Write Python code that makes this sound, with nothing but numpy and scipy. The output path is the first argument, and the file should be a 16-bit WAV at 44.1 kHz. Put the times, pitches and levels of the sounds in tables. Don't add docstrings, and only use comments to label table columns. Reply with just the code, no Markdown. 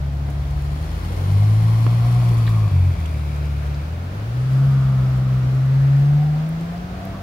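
import sys
import numpy as np
from scipy import signal
from scipy.fft import rfft, irfft
from scipy.io import wavfile

SR = 44100
rng = np.random.default_rng(int(sys.argv[2]) if len(sys.argv) > 2 else 0)


def dump_mix(stems):
    frames = np.atleast_2d(stems).T
    limited = np.clip(frames, -1, 1)
    pcm = np.round(limited * 32767).astype(np.int16)
    wavfile.write(sys.argv[1], SR, pcm)


N = 318402
TIME_S = np.arange(N) / SR
BINS_HZ = np.fft.rfftfreq(N, 1 / SR)


def amp(db):
    return 10 ** (np.asarray(db) / 20)


def unit(x):
    return x / np.sqrt(np.mean(x ** 2) + 1e-20)


def curves(rows):
    times_s, *columns = np.transpose(rows)
    return [np.interp(TIME_S, times_s, column) for column in columns]


def spectrum(points):
    hz, value = np.transpose(points)
    return np.interp(np.log(BINS_HZ + 1), np.log(hz + 1), value)


def band(centre_hz, width_oct, hz=BINS_HZ):
    return np.exp(-.5 * (np.log2((hz + 1) / centre_hz) / width_oct) ** 2)


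def tint(x, gain):
    return unit(irfft(rfft(x) * gain, N))


def drift(rate_hz, grid_hz=2000):
    steps = int(np.ceil(N / SR)) * grid_hz
    hz = np.fft.rfftfreq(steps, 1 / grid_hz)
    slow = irfft(rfft(rng.standard_normal(steps)) / (1 + (hz / rate_hz) ** 4), steps)
    return unit(np.interp(TIME_S, np.arange(steps) / grid_hz, slow))


def resonate(x, hz, width_hz):
    carrier = np.exp(2j * np.pi * np.cumsum(hz * np.ones(N)) / SR)
    r = np.exp(-np.pi * width_hz / SR)
    return 2 * (carrier * signal.lfilter([(1 - r) ** 2], [1, -2 * r, r * r], x / carrier)).real


def pan(left_db):
    return amp([[left_db / 2], [-left_db / 2]])


def from_car(x, lead_samples=18):
    return np.array([x, np.pad(x, (lead_samples, 0))[:N]])


# (frequency [Hz], left-right correlation [-1..1])
COHERENCE = [(50, 0.94), (170, 1), (300, 0.81), (600, 0.44), (1100, -0.43), (1700, -0.078), (2500, 0.073),
             (15000, -0.079)]

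def diffuse(gain):
    left, other = rfft(rng.standard_normal((2, N)))
    alike = spectrum(COHERENCE)
    right = alike * left + np.sqrt(1 - alike ** 2) * other
    return unit(irfft(np.array([left, right]) * gain, N))


# (time [s], firing rate of one bank [Hz])
REVS = [(0.0, 70.4), (0.7, 71.2), (1.16, 89.9), (1.48, 106.6), (2.18, 120.7), (2.65, 106.5), (2.75, 90.1),
        (2.87, 91.7), (2.95, 81.8), (3.24, 73.4), (3.79, 71.7), (4.11, 93.2), (4.37, 125.2), (4.65, 136.4),
        (5.04, 129.2), (5.45, 128.4), (5.97, 138.8), (6.36, 152.9), (7.07, 190.5), (7.22, 191.6)]

def firing_cycles(hunt=.0035, hunt_hz=12):
    return np.cumsum(curves(REVS)[0] * (1 + hunt * drift(hunt_hz))) / SR


def octaves_up(idle_hz=72):
    return np.log2(curves(REVS)[0] / idle_hz)


# (time [s], throttle [0..1])
THROTTLE = [(0, .26), (.68, .2), (.92, 0), (1.15, .18), (1.38, .82), (2, .66), (2.7, .76), (2.88, .8),
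            (2.97, .39), (3.35, .28), (3.5, .39), (3.75, .3), (4.17, .17), (4.61, .85), (5, .78),
            (5.45, .78), (5.85, 1), (6.3, .98), (7.22, .75)]
# (time [s], distance [m])
DISTANCE = [(0, 3.06), (1.5, 2.82), (3, 3.23), (4.5, 4.44), (6, 6.5), (7.22, 10.5)]
NEAR_M = 3
# (frequency [Hz], gain [dB])
EXHAUST = [(35, -51), (55, -32), (72, -28.3), (110, -29), (145, -25), (175, -37), (200, -41.5), (260, -53)]
# (multiple of firing rate [1], relative level [dB], full-throttle boost [dB])
TONES = [(1 / 2, -10, .8), (1, 0.1, 18.7), (1 + 1 / 2, -9.5, 14.5), (2, -4.6, 5.5)]
# (time [s], gain of half multiples [dB])
UNEVEN = [(0, -2.5), (1.4, -1.5), (2.3, 3.5), (3.2, -2.5), (4.45, -1), (4.8, 9.5), (5.35, 8), (5.6, 1.5),
          (6.7, 1), (7.05, 13)]
# (time [s], half-width [s], depth [0..1])
LIFTS = [(2.703, .018, .75), (2.964, .018, .95)]

def boom(cycles):
    firing_hz, throttle = curves(REVS)[0], curves(THROTTLE)[0]
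    pipe_hz, pipe_db = np.transpose(EXHAUST)
    out = 0
    for multiple, db, throttle_db in TONES:
        is_half = multiple % 1 > 0
        exhaust_db = np.interp(np.log(multiple * firing_hz), np.log(pipe_hz), pipe_db)
        level_db = db + throttle_db * throttle + exhaust_db + is_half * curves(UNEVEN)[0]
        if multiple == 1:
            wobble = .045 * drift(22)
        else:
            wobble = (.22 if is_half else .11) * (drift(11) + 1j * drift(11))
        out += amp(level_db) * ((1 + wobble) * np.exp(2j * np.pi * multiple * cycles)).real
    dips = sum(depth * np.exp(-((TIME_S - at_s) / width_s) ** 2) for at_s, width_s, depth in LIFTS)
    return np.sqrt(2) * out * (1 - dips) * NEAR_M / curves(DISTANCE)[0]


def rasp_gain(base_db=-64.5, pressure_db=15, octave_db=2, lag_s=.3):
    throttle = curves(THROTTLE)[0]
    pole = np.exp(-1 / (lag_s * SR))
    pressure = throttle[0] + signal.lfilter([1 - pole], [1, -pole], throttle - throttle[0])
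    level_db = base_db + pressure_db * pressure + octave_db * octaves_up()
    return amp(level_db) * np.sqrt(NEAR_M / curves(DISTANCE)[0])


# (frequency [Hz], width [Hz], relative level [dB])
PIPE_MODES = [(328, 13, -5), (727, 32, 6.5), (1020, 50, -6), (2250, 170, -18)]

def rasp(cycles, scatter=.3, imbalance=.17):
    firings = np.flatnonzero(np.diff(np.floor(cycles)))
    cylinders = 1 + imbalance * unit(rng.standard_normal(size=6))
    pulses = np.zeros(N)
    pulses[firings] = np.resize(cylinders, len(firings))
    pulses[firings] += scatter * rng.standard_normal(N)[:len(firings)]
    ring = sum(amp(db) / (1 + 2j * (BINS_HZ - hz) / width_hz) for hz, width_hz, db in PIPE_MODES)
    body = amp(-20) / (1 + (BINS_HZ / 900) ** 2)
    low_cut = 1 - np.exp(-(BINS_HZ / 220) ** 4)
    return rasp_gain() * tint(pulses, (ring + body) * low_cut)


def with_echoes(x, road_gain=.24, car_gain=.11, pipe_height_m=.35, ear_height_m=1.5):
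    range_m = curves(DISTANCE)[0]
    direct_m = np.hypot(range_m, ear_height_m - pipe_height_m)
    bounce_m = np.hypot(range_m, ear_height_m + pipe_height_m)
    paths = [(road_gain, bounce_m - direct_m)]
    paths += [(car_gain, np.hypot(range_m, side_m) - range_m) for side_m in rng.uniform(2, 6, 3)]
    echoes = 0
    for gain, extra_m in paths:
        echoes += gain * np.array([np.interp(TIME_S - extra_m / 343, TIME_S, side) for side in x])
    return unit(x + echoes)


# (time [s], relative level [dB])
FLOW = [(0, -14), (.4, -9), (1.15, -1.8), (2.3, -.3), (2.75, -5), (3.5, -7.3), (4, -14.5), (4.5, -6.5),
        (5.3, -12), (5.85, -10.5), (6.4, -16), (7.22, -16)]
# (frequency [Hz], relative density [dB])
BURBLE = [(25, -28.5), (42, -4.5), (58, 2.5), (100, -1.5), (155, -1), (200, -10.5), (300, -12), (480, -23),
          (900, -45)]
RUSH = [(200,-24),(400,-0.5),(800,-2.5),(1400,-6.5),(2400,-12),(3000,-13.5),(4500,-15),(6200,-22),(8400,-27.5),(9600,-24.5),(11500,-23),(13000,-29.5),(15800,-30)]

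def gas(cycles, burble_db=-31.3, octave_db=1.7, rush_db=-37, direct_share=.25, throb=.14):
    flow_db = curves(FLOW)[0]
    burble = diffuse(amp(spectrum(BURBLE) - 60 * (BINS_HZ > 1200)))
    burble *= amp(burble_db + .3 * flow_db + octave_db * octaves_up())
    colour = amp(spectrum(RUSH))
    direct = from_car(tint(rng.standard_normal(N), colour))
    hiss = np.sqrt(direct_share) * direct + np.sqrt(1 - direct_share) * diffuse(colour)
    puffs = unit(1 + throb * np.cos(2 * np.pi * cycles))
    rush = amp(flow_db + rush_db + .45 * drift(30)) * puffs * with_echoes(hiss)
    return burble * pan(.96) + rush * pan(3.5)


# (time [s], level [dB])
TRAFFIC = [(0, -42), (2, -43.5), (3.9, -40.2), (5.9, -38.3), (7.22, -40)]
# (frequency [Hz], relative density [dB])
STREET = [(90,-10),(200,-5.5),(400,-11.5),(580,-7.5),(900,-12),(1400,-13.5),(1900,-18),(3000,-23.5),(4500,-27),(6200,-32),(8400,-39),(11000,-39),(15800,-37.5)]

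def street(gain_db=1.5, swell_db=.5):
    level_db = curves(TRAFFIC)[0] + gain_db + swell_db * drift(5.8)
    return amp(level_db) * diffuse(amp(spectrum(STREET))) * pan(.27)


def grit(gain_db=-51, grains_per_s=800, grain_hz=6000, clump_db=2.5):
    grains = rng.standard_normal((2, N)) * (rng.random((2, N)) < grains_per_s / SR)
    colour = band(grain_hz, width_oct=1.8) / np.sqrt(1 + BINS_HZ / grain_hz)
    crunch = tint(grains * amp(clump_db * drift(20)), colour)
    return amp(curves(FLOW)[0] + gain_db) * crunch * pan(1.7)


def overtones(cycles, half_gain=.55, rough=.6, flutter_hz=25):
    orders = 0
    for multiple in np.arange(3, 12, .5):
        strength = (half_gain if multiple % 1 else 1) * (1 + rough * drift(flutter_hz))
        orders += strength * np.cos(2 * np.pi * multiple * cycles + rough * drift(flutter_hz))
    return orders


def swells(cycles, orders, rows, tonal, throb):
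    puffs = 1 + throb * np.cos(2 * np.pi * cycles)
    out = 0
    for peak_s, rise_s, fall_s, db, hz, width_hz in rows:
        baseband = drift(width_hz / 2) + 1j * drift(width_hz / 2)
        noise = (baseband * np.exp(2j * np.pi * hz * TIME_S)).real
        envelope = np.exp(-np.maximum((peak_s - TIME_S) / rise_s, (TIME_S - peak_s) / fall_s))
        voice = unit(noise * puffs) + tonal * unit(resonate(orders, hz, 2 * width_hz))
        out += amp(db) * envelope * unit(voice)
    return out


# (peak time [s], rise [s], fall [s], level [dB], centre [Hz], width [Hz])
HOWLS = [(.3, .6, .6, -50, 720, 150), (2, .6, .55, -43, 730, 75), (4.65, .15, 1.2, -49, 705, 130),
         (6.25, .13, .1, -39.5, 750, 80), (6.45, .06, .06, -42, 655, 70), (6.75, .12, .12, -44, 706, 60),
         (7.04, .13, .3, -39, 680, 60)]

def howl(cycles, orders):
    return swells(cycles, orders, HOWLS, tonal=.55, throb=.2)


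# (time [s], firing rate [Hz], level [dB])
SLOW_ENGINE = [(.27, 54, -56), (.34, 53.6, -30), (1, 52, -29), (1.5, 44.9, -37), (1.9, 47.9, -41),
               (2.3, 52.9, -34), (3, 54.3, -33), (3.3, 54, -51), (5, 52.2, -44), (6.3, 54, -43.5),
               (7.22, 53, -48)]

def slow_engine(waver=.11):
    hz, db = curves(SLOW_ENGINE)
    return amp(db) * unit((1 + waver * drift(8)) * np.sin(2 * np.pi * np.cumsum(hz) / SR))


# (time [s], level [dB], decay [s], centre [Hz], width [oct], left-right [dB])
TICKS = [(.287, -28.5, 0.014, 220, 1.3, 1), (.3, -49.5, 0.014, 7000, .8, 0),
         (0.622, -44, .002, 7900, .7, 3), (1.1, -38, .12, 400, .6, 0), (1.18, -35, .02, 445, 0.38, 0),
         (1.8655, -24, .004, 620, .7, -9), (1.8662, -32, 0.002, 2200, .6, -9), (2.31, -34, .05, 340, .4, 0),
         (2.466, -38, 0.025, 3540, 0.3, -5), (2.478, -28.5, 0.0054, 1683, .45, 1),
         (2.492, -42.5, .014, 6500, 1.3, -3), (3.057, -37, .005, 2800, 0.25, -5),
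         (3.059, -44, .004, 7000, .5, -7), (3.744, -45.5, 0.0095, 4600, 0.36, -2),
         (5.43, -38, .12, 300, .4, 0), (6.491, -41, 0.0014, 11400, 0.31, -10),
         (6.61, -42, 0.0023, 5940, 1.15, -1), (6.778, -44.5, 0.0026, 4800, 0.27, -1),
         (7.053, -35, 0.00074, 12500, 0.4, -12)]

def ticks(lead_samples=256):
    out = np.zeros((2, N))
    t = np.arange(-lead_samples, SR // 8) / SR
    hz = np.fft.rfftfreq(len(t), 1 / SR)
    for at_s, db, decay_s, centre_hz, width_oct, left_db in TICKS:
        noise = rng.standard_normal((3, len(t)))
        fade = np.exp(-abs(t) / decay_s) * (t >= 0)
        burst = irfft(rfft((noise[:2] + noise[2]) * fade) * band(centre_hz, width_oct, hz), len(t))
        burst = unit(burst) * np.sqrt(np.mean(fade ** 2))
        slot = out[:, round(at_s * SR) - lead_samples:][:, :len(t)]
        slot += (amp(db) * pan(left_db) * burst)[:, :slot.shape[1]]
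    return out


# (frequency [Hz], width [Hz], level at full flow [dB])
WHISTLES = [(9640, 700, -63.5), (11400, 500, -62.5)]

def whistles(flow_power=1.6, wander=.015, wander_hz=3, flicker_db=2):
    out = 0
    for hz, width_hz, db in WHISTLES:
        gain = amp(db + flicker_db * drift(wander_hz))
        noise = rng.standard_normal(N)
        out += gain * unit(resonate(noise, hz * (1 + wander * drift(wander_hz)), width_hz))
    return amp(flow_power * curves(FLOW)[0]) * from_car(out)


# (peak time [s], rise [s], fall [s], level [dB], centre [Hz], width [Hz])
GROWLS = [(2.2, 1, .5, -43.5, 1060, 170), (2.57, .15, .25, -43.5, 1125, 160), (4.7, .22, 1, -43, 1225, 370),
          (7.15, .2, .3, -46.5, 1150, 300)]

def growl(cycles, orders):
    return swells(cycles, orders, GROWLS, tonal=.9, throb=.55)


def pop(at_s=1.8666, gain_db=-6, length_s=.0006):
    age = np.maximum(TIME_S - at_s, 0) / length_s
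    return -amp(gain_db) * age * (2 - age) * np.exp(-age) * pan(-8)


def duct_whirr(peak_s=2.9, half_width_s=.95, peak_db=-51):
    swell = amp(peak_db) / (1 + ((TIME_S - peak_s) / half_width_s) ** 2)
    return swell * from_car(unit(resonate(rng.standard_normal(N), hz=2350, width_hz=520)))


def following_car(peak_s=5.85, half_width_s=.22, peak_db=-47):
    swell = amp(peak_db) / (1 + ((TIME_S - peak_s) / half_width_s) ** 2)
    return swell * diffuse(band(centre_hz=1650, width_oct=.3))


def scene(fade_in_s=.006):
    cycles = firing_cycles()
    orders = overtones(cycles)
    resonances = howl(cycles, orders) + growl(cycles, orders)
    bass = (boom(cycles) + slow_engine()) * pan(1) * np.minimum(TIME_S / fade_in_s, 1)
    pipes = (rasp(cycles) + resonances) * pan(-.5)
    road = street() + following_car() + grit() + ticks()
    return bass + pipes + road + pop() + duct_whirr() + gas(cycles) + whistles()


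def record(dry, bass_lag_s=.00013, cutoff_hz=15820):
    lag = np.exp(-2j * np.pi * BINS_HZ * bass_lag_s / (1 + (BINS_HZ / 500) ** 2))
    stereo = np.array([dry[0], irfft(rfft(dry[1]) * lag, N)])
    low_pass = signal.firwin(1023, cutoff_hz, window=("kaiser", 9), fs=SR)
    return signal.oaconvolve(stereo, low_pass[None], "same")


dry = scene()
out = record(dry)
dump_mix(out)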